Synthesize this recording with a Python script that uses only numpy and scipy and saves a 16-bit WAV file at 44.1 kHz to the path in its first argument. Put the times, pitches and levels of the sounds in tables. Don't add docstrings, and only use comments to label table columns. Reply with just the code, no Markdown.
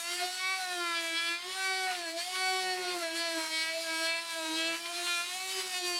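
import sys
import numpy as np
from scipy import signal
from scipy.fft import rfft, irfft
from scipy.io import wavfile
from scipy.ndimage import uniform_filter1d

SR = 44100
rng = np.random.default_rng(int(sys.argv[2]) if len(sys.argv) > 2 else 0)


def field_ratio(decibels):
    return 10 ** (np.asarray(decibels, dtype=float) / 20)


def int16_out(signal):
    q = np.round(np.clip(np.atleast_2d(signal).T, -1, 1) * 32767)
    wavfile.write(sys.argv[1], SR, q.astype(np.int16))


N = 264159
HOP = 128

ZONES_HZ = [900, 2900, 5400, 16000]


def curve(table, t):
    times, values = np.transpose(table)
    return np.interp(t, times, values)


def held(table, t):
    rows = np.array(table, float)
    current = np.searchsorted(rows[:, 0], t, "right") - 1
    return rows[np.clip(current, 0, None), 1:].T


def bursts(table, t, rise_db_s, fall_db_s, rest_db):
    start, hold, db = np.transpose(table)[:, :, None]
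    early = np.maximum(start - t, 0)
    late = np.maximum(t - start - hold, 0)
    db = db - rise_db_s * early - fall_db_s * late
    return 10 * np.log10(np.sum(field_ratio(2 * db), axis=0) + field_ratio(2 * rest_db))


def bumps(table, t):
    centre, width, size = np.transpose(table)[:, :, None]
    return np.sum(size * np.exp(-((t - centre) / width) ** 2), axis=0)


def walk(rate_hz, count):
    k = max(int(SR / HOP / rate_hz), 1)
    x = rng.standard_normal((count, N // HOP + 2))
    x = uniform_filter1d(uniform_filter1d(x, k, axis=1), k, axis=1)
    return x / x.std(axis=1, keepdims=True)


def up(x):
    return np.interp(np.arange(N), HOP * np.arange(len(x)), x)


def colour_db(table, hz):
    f, db = np.transpose(table)
    return np.interp(np.log(np.maximum(hz, 1)), np.log(f), db)


def band(x, lo_hz, hi_hz):
    # (frequency [Hz], density [dB per Hz])
    scrape_colour = [(35, -69), (60, -19), (322, -5.5), (379, -1.5), (489, -13.5), (745, 0), (962, -7),
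                     (1500, -5), (1680, -5), (1850, -2.5), (4700, 0.5), (10400, -2), (15800, -19.5)]
    hz = np.fft.rfftfreq(N, 1 / SR)
    inside = (hz >= lo_hz) & (hz < hi_hz)
    y = irfft(rfft(x) * field_ratio(colour_db(scrape_colour, hz)) * inside, N)
    return y / y.std()


def motor(t):
    # (time [s], stroke rate [Hz])
    speed = [(0.0, 335.4), (0.17, 356), (0.535, 380.7), (0.874, 341.2), (1.139, 326.4), (1.356, 342),
             (1.579, 382.8), (1.783, 377.4), (2.604, 374), (2.953, 357), (3.28, 333.9), (3.449, 318.7),
             (4.265, 334.9), (4.484, 317.9), (5.001, 350.1), (5.44, 376.6), (5.534, 379.5), (5.99, 349.2)]
    # (time [s], half width [s], sag [Hz])
    bogs = [
        (2.106, 0.15, 48),
        (3.083, 0.094, 21),
        (5.211, 0.12, 17),
        (1.186, 0.088, -4),
        (3.799, 0.098, -6),
        (3.93, 0.18, 5),
        (4.761, 0.032, 3),
    ]
    hz = up(curve(speed, t) - bumps(bogs, t))
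    return uniform_filter1d(hz, size=SR // 20, mode="nearest")


def cut(t):
    # (time [s], blade hiss [dB])
    work = [(0.0, -42.5), (0.08, -43.5), (1.33, -47.5), (1.4, -52.5), (1.65, -42.5), (2.03, -49),
            (2.38, -42.5), (3.22, -47.5), (3.6, -41), (3.75, -50), (4.05, -41.5), (4.14, -50), (4.59, -44),
            (4.74, -46.5), (5.19, -40), (5.25, -48.5), (5.55, -40.5), (5.99, -44)]
    # (start [s], hold [s], level [dB])
    pushes = [(0.081, 0.005, -40), (0.206, 0.033, -39.5), (0.446, 0.097, -33), (0.641, 0.086, -40.5),
              (0.812, 0.18, -35), (1.054, 0.28, -38.5), (1.187, 0.018, -34.5), (1.321, 0.027, -37),
              (1.611, 0.3, -37.5), (1.661, 0.06, -34.5), (2.067, 0.015, -41.5), (2.354, 0.24, -37.5),
              (2.43, 0.055, -37.5), (2.669, 0.038, -36.5), (2.761, 0.17, -39), (3.029, 0.094, -40),
              (3.226, 0.25, -39.5), (3.546, 0.15, -35.5), (3.903, 0.29, -37), (4.078, 0.049, -37.6),
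              (4.301, 0.24, -41.0), (4.603, 0.14, -36), (4.856, 0.053, -42.5), (4.991, 0.014, -40.5),
              (5.097, 0.11, -34), (5.408, 0.25, -42.8), (5.74, 0.034, -39.3), (5.854, 0.11, -41)]
    # (start [s], hold [s], level [dB])
    chatters = [(0.225, 0.073, -42), (0.96, 0.033, -39), (1.177, 0.013, -33.5), (1.271, 0.016, -39),
                (1.721, 0.067, -40), (2.177, 0.16, -45), (2.391, 0.246, -40.5), (2.708, 0.029, -39.5),
                (2.836, 0.089, -41), (3.203, 0.099, -40.2), (3.535, 0.093, -36.5), (4.049, 0.049, -38),
                (4.553, 0.12, -37.5), (4.953, 0.021, -40.5), (5.034, 0.12, -39.5), (5.506, 0.134, -40.4),
                (5.747, 0.13, -40.5), (5.96, 0.018, -36.0)]
    # (start [s], hold [s], added rasp share [0-1])
    tears = [
        (0.187, 0.076, 0.16),
        (1.876, 0.092, 0.16),
        (2.25, .09, 0.3),
        (2.747, .19, 0.13),
        (2.938, .09, 0.24),
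        (3.37, 0.13, 0.13),
        (4.736, .34, 0.13),
        (5.508, .23, 0.33),
    ]
    blade_db = curve(work, t)
    board_db = bursts(pushes, t, rise_db_s=197, fall_db_s=277, rest_db=-46)
    teeth_rest_db = -41.5 + 0.32 * (board_db + 39.5) + 0.17 * (blade_db - blade_db.mean())
    teeth_db = bursts(chatters, t, rise_db_s=280, fall_db_s=300, rest_db=teeth_rest_db)
    torn = sum(share * (t >= s) * (t < s + hold) for s, hold, share in tears)
    board_rasp = field_ratio(2 * (-51.5 - board_db)) + torn
    teeth_rasp = np.minimum(field_ratio(2 * (-48 - teeth_db)), .33) + 0.8 * torn
    blade_rasp = 0.18 + teeth_rasp
    return np.array([board_db, teeth_db, blade_db]), np.array([board_rasp, teeth_rasp, blade_rasp])


def singing(t, phase, hz, zone_gain, loose, count=40):
    # (frequency [Hz], level [dB])
    tone_colour = [(530, -48), (900, 2.5), (1120, 1), (1650, 2.5), (2060, 0), (2310, 2), (4540, 0.5),
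                   (6410, -15), (7980, -12), (14000, -32)]
    # (time [s], multiple the board favours [number],
    # second favourite [number], multiple two blows cancel [number], multiple the teeth favour [number])
    grip = [(0.0, 6, 8, 3, 13), (0.19, 4, 6, 3, 12), (0.4, 6, 3, 8, 12), (0.6, 4, 5, 8, 11),
            (0.95, 7, 5, 3, 10), (1.39, 6, 3, 4, 9), (1.56, 4, 6, 8, 11), (1.64, 6, 4, 7, 12),
            (1.87, 4, 5, 3, 11), (1.96, 5, 7, 4, 13), (2.25, 6, 3, 7, 12), (2.6, 5, 6, 3, 12),
            (2.82, 4, 6, 5, 12), (3.03, 5, 7, 4, 13), (3.37, 3, 5, 8, 13), (3.51, 7, 6, 4, 13),
            (3.84, 5, 7, 6, 13), (4.07, 7, 8, 4, 13), (4.22, 3, 5, 6, 12), (4.56, 8, 5, 3, 10),
            (4.73, 7, 3, 6, 9), (4.93, 7, 4, 3, 12), (5.25, 6, 7, 4, 11), (5.51, 7, 8, 4, 13)]
    grip_db = [7, 4, -5, 6.5]
    blade_ring_hz, ring_width_hz, ring_db = 9400, 800, 5
    k = np.arange(3, count)[:, None]
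    f = k * hz
    db = colour_db(tone_colour, f) + ring_db / (1 + ((f - blade_ring_hz) / ring_width_hz) ** 2)
    db += (1.2 + 1.2 * (k > 8)) * walk(8, count=len(k))
    db += 2.8 * loose * walk(24, count=len(k))
    lift = sum(lift_db * (k == np.round(m)) for lift_db, m in zip(grip_db, held(grip, t)))
    db += uniform_filter1d(lift, size=5, axis=1)
    gain = field_ratio(db)
    zone = np.clip(np.digitize(f, ZONES_HZ) - 1, 0, 2)
    for z in range(3):
        power = np.sum(gain ** 2 * (zone == z), axis=0)
        gain = np.where(zone == z, gain * zone_gain[z] * np.sqrt(2 / power), gain)
    start = 2 * np.pi * rng.random((len(k), 1))
    drift = 1.03 * walk(2.5, count=len(k))
    jitter = 0.097 * k * loose * walk(60, count=1)
    turn = start + drift + jitter
    return sum(up(g) * np.cos(n * phase + up(p)) for n, g, p in zip(k[:, 0], gain, turn))


def boards(t, phase, loose):
    # (start [s], hold [s], level [dB])
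    drums = [(0.119, 0.14, -50.5), (0.806, 0.026, -39.5), (0.986, 0.008, -46), (1.129, 0.019, -48),
             (1.287, 0.027, -47.5), (1.455, 0.005, -50.9), (1.705, 0.177, -47.5), (2.013, 0.006, -42.5),
             (2.156, 0.008, -49.5), (2.37, 0.005, -46), (2.532, 0.46, -43.2), (2.653, 0.107, -43.5),
             (3.141, 0.061, -44.5), (3.361, 0.023, -46.5), (3.525, 0.055, -48.5), (3.703, 0.072, -52.5),
             (3.922, 0.1, -49), (4.453, 0.26, -42.5), (4.87, 0.026, -48.5), (5.026, 0.047, -46),
             (5.589, 0.007, -46.5), (5.857, 0.13, -41.5)]
    # (start [s], hold [s], level [dB])
    doubles = [(0.083, 0.009, -53), (0.229, 0.014, -35), (0.496, 0.15, -46), (0.677, 0.066, -39),
               (0.976, 0.147, -47.5), (1.58, 0.091, -44.5), (1.713, 0.24, -39.5), (2.041, 0.034, -41.5),
               (2.142, 0.032, -44), (2.281, 0.009, -45.7), (2.416, 0.33, -38), (2.486, 0.069, -38.5),
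               (2.843, 0.12, -43.5), (3.028, 0.041, -38), (3.216, 0.16, -38.5), (3.515, 0.018, -48),
               (3.705, 0.179, -44), (4.015, 0.14, -42), (4.366, 0.061, -42.5), (4.601, 0.098, -41.5),
               (4.862, 0.16, -51), (5.344, 0.084, -49.5), (5.733, 0.0047, -41.8), (5.815, 0.12, -46.5)]
    # (start [s], hold [s], level [dB])
    bounces = [
        (1.5, .02, -66),
        (2.64, .06, -57),
        (2.8, .03, -57),
        (2.92, .04, -57),
        (3.1, 0.61, -72),
        (4.53, .18, -58.5),
        (5.47, .04, -67.5),
        (5.63, .04, -66),
        (5.88, 0.1, -65),
    ]
    # (time [s], half width [s], drop [dB])
    lifts = [
        (.35, .03, 4),
        (1.2, .03, 6),
        (1.41, .035, 13),
        (1.53, 0.013, 9),
        (2.35, 0.01, 9),
        (4.29, 0.041, 4),
        (4.78, 0.019, 11),
        (5.26, 0.031, 10),
        (5.62, .012, 15),
    ]
    lift_db = bumps(lifts, t)
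    one_db = up(bursts(drums, t, rise_db_s=135, fall_db_s=114, rest_db=-59) - lift_db)
    two_db = up(bursts(doubles, t, rise_db_s=340, fall_db_s=192, rest_db=-51) - lift_db)
    skip_db = up(bursts(bounces, t, rise_db_s=250, fall_db_s=290, rest_db=-83))
    flutter = walk(22, count=4) * loose
    one = field_ratio(one_db + 3.24 * up(flutter[0])) * np.cos(phase + 0.49 * up(flutter[1]))
    two = field_ratio(two_db + 2.26 * up(flutter[2])) * np.cos(2 * phase + 0.54 * up(flutter[3]))
    halves = sum(field_ratio(db) * np.cos((k + .5) * phase) for k, db in enumerate([-8, -1, -3]))
    bouncing = np.clip((skip_db + 78) / 8, 0, 1)
    return np.sqrt(2) * (one + two + bouncing * field_ratio(skip_db) * halves)


def rasp(phase, zone_gain, board_gain):
    gate = np.exp(.4 * np.cos(phase) + .15 * np.cos(2 * phase))
    patch = field_ratio(1.1 * walk(15, count=4))
    noise = rng.standard_normal(N) * gate
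    zone_gain = uniform_filter1d(zone_gain, size=15, axis=1) * patch[:3]
    out = sum(up(zone_gain[z]) * band(noise, ZONES_HZ[z], ZONES_HZ[z + 1]) for z in range(3))
    fizz_gain = zone_gain[2] ** 2 / zone_gain[2].mean()
    out += field_ratio(-23.5) * up(fizz_gain) * band(noise, 9000, ZONES_HZ[3])
    low_gain = np.sqrt(uniform_filter1d(board_gain, size=19)) * patch[3]
    return out + field_ratio(-39.5) * up(low_gain) * band(rng.standard_normal(N), 0, ZONES_HZ[0])


def knocks():
    # (time [s], peak [dB])
    catches = [
        (0.197, -28),
        (1.9494, -25),
        (2.3525, -20),
        (4.855, -23),
        (5.0672, -19),
        (5.5995, -26),
    ]
    t = np.arange(N) / SR
    blows = sum(field_ratio(db - 14) * (t > s) * np.exp(-np.abs(t - s) / .015) for s, db in catches)
    return uniform_filter1d(blows, size=SR // 150) * band(rng.standard_normal(N), 900, 4300)


def room(x):
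    t60_s = .25
    t = np.arange(SR // 2) / SR
    tail = rng.standard_normal(len(t)) * np.exp(-np.log(1000) * t / t60_s) * (t > .004)
    return signal.fftconvolve(x, tail / np.sqrt(np.sum(tail ** 2)))[:N]


def microphone(tool):
    room_db, side_db, side_hz = -16, -35, [2960, 8800]
    echo = room(tool)
    side_filter = signal.butter(1, side_hz, "band", fs=SR)
    side = signal.lfilter(*side_filter, echo - 1.5 * tool) + .6 * echo
    mid = tool + field_ratio(room_db) * echo
    return np.array([mid + field_ratio(side_db) * side, mid - field_ratio(side_db) * side])


def scene():
    t = HOP * np.arange(N // HOP + 2) / SR
    hz = motor(t)
    phase = 2 * np.pi * np.cumsum(hz) / SR
    zone_db, share = cut(t)
    share = np.clip(uniform_filter1d(share, size=5, axis=1), .012, .97)
    loose = np.clip(.08 + 2.4 * np.sqrt(share[0]), 0, 1.3)
    gain = field_ratio(zone_db + 1.5 * loose * walk(22, count=1))
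    control_hz = np.interp(t * SR, np.arange(N), hz)
    tool = singing(t, phase, control_hz, gain * np.sqrt(1 - share), loose)
    tool += boards(t, phase, loose)
    tool += rasp(phase, gain * np.sqrt(share), gain[0] * np.sqrt(share[0]))
    tool += knocks()
    return microphone(tool)


def top_cut(x):
    return signal.sosfilt(signal.butter(12, 16990, fs=SR, output="sos"), x)


def record(dry):
    limited = np.tanh(13 * dry) / 12
    top = signal.ellip(10, .2, 70, 15830, fs=SR, output="sos")
    rumble = signal.butter(1, 70., "high", fs=SR, output="sos")
    mix = signal.sosfilt(np.vstack([top, rumble]), limited)
    return top_cut(mix)


dry = scene()
out = record(dry)
int16_out(out)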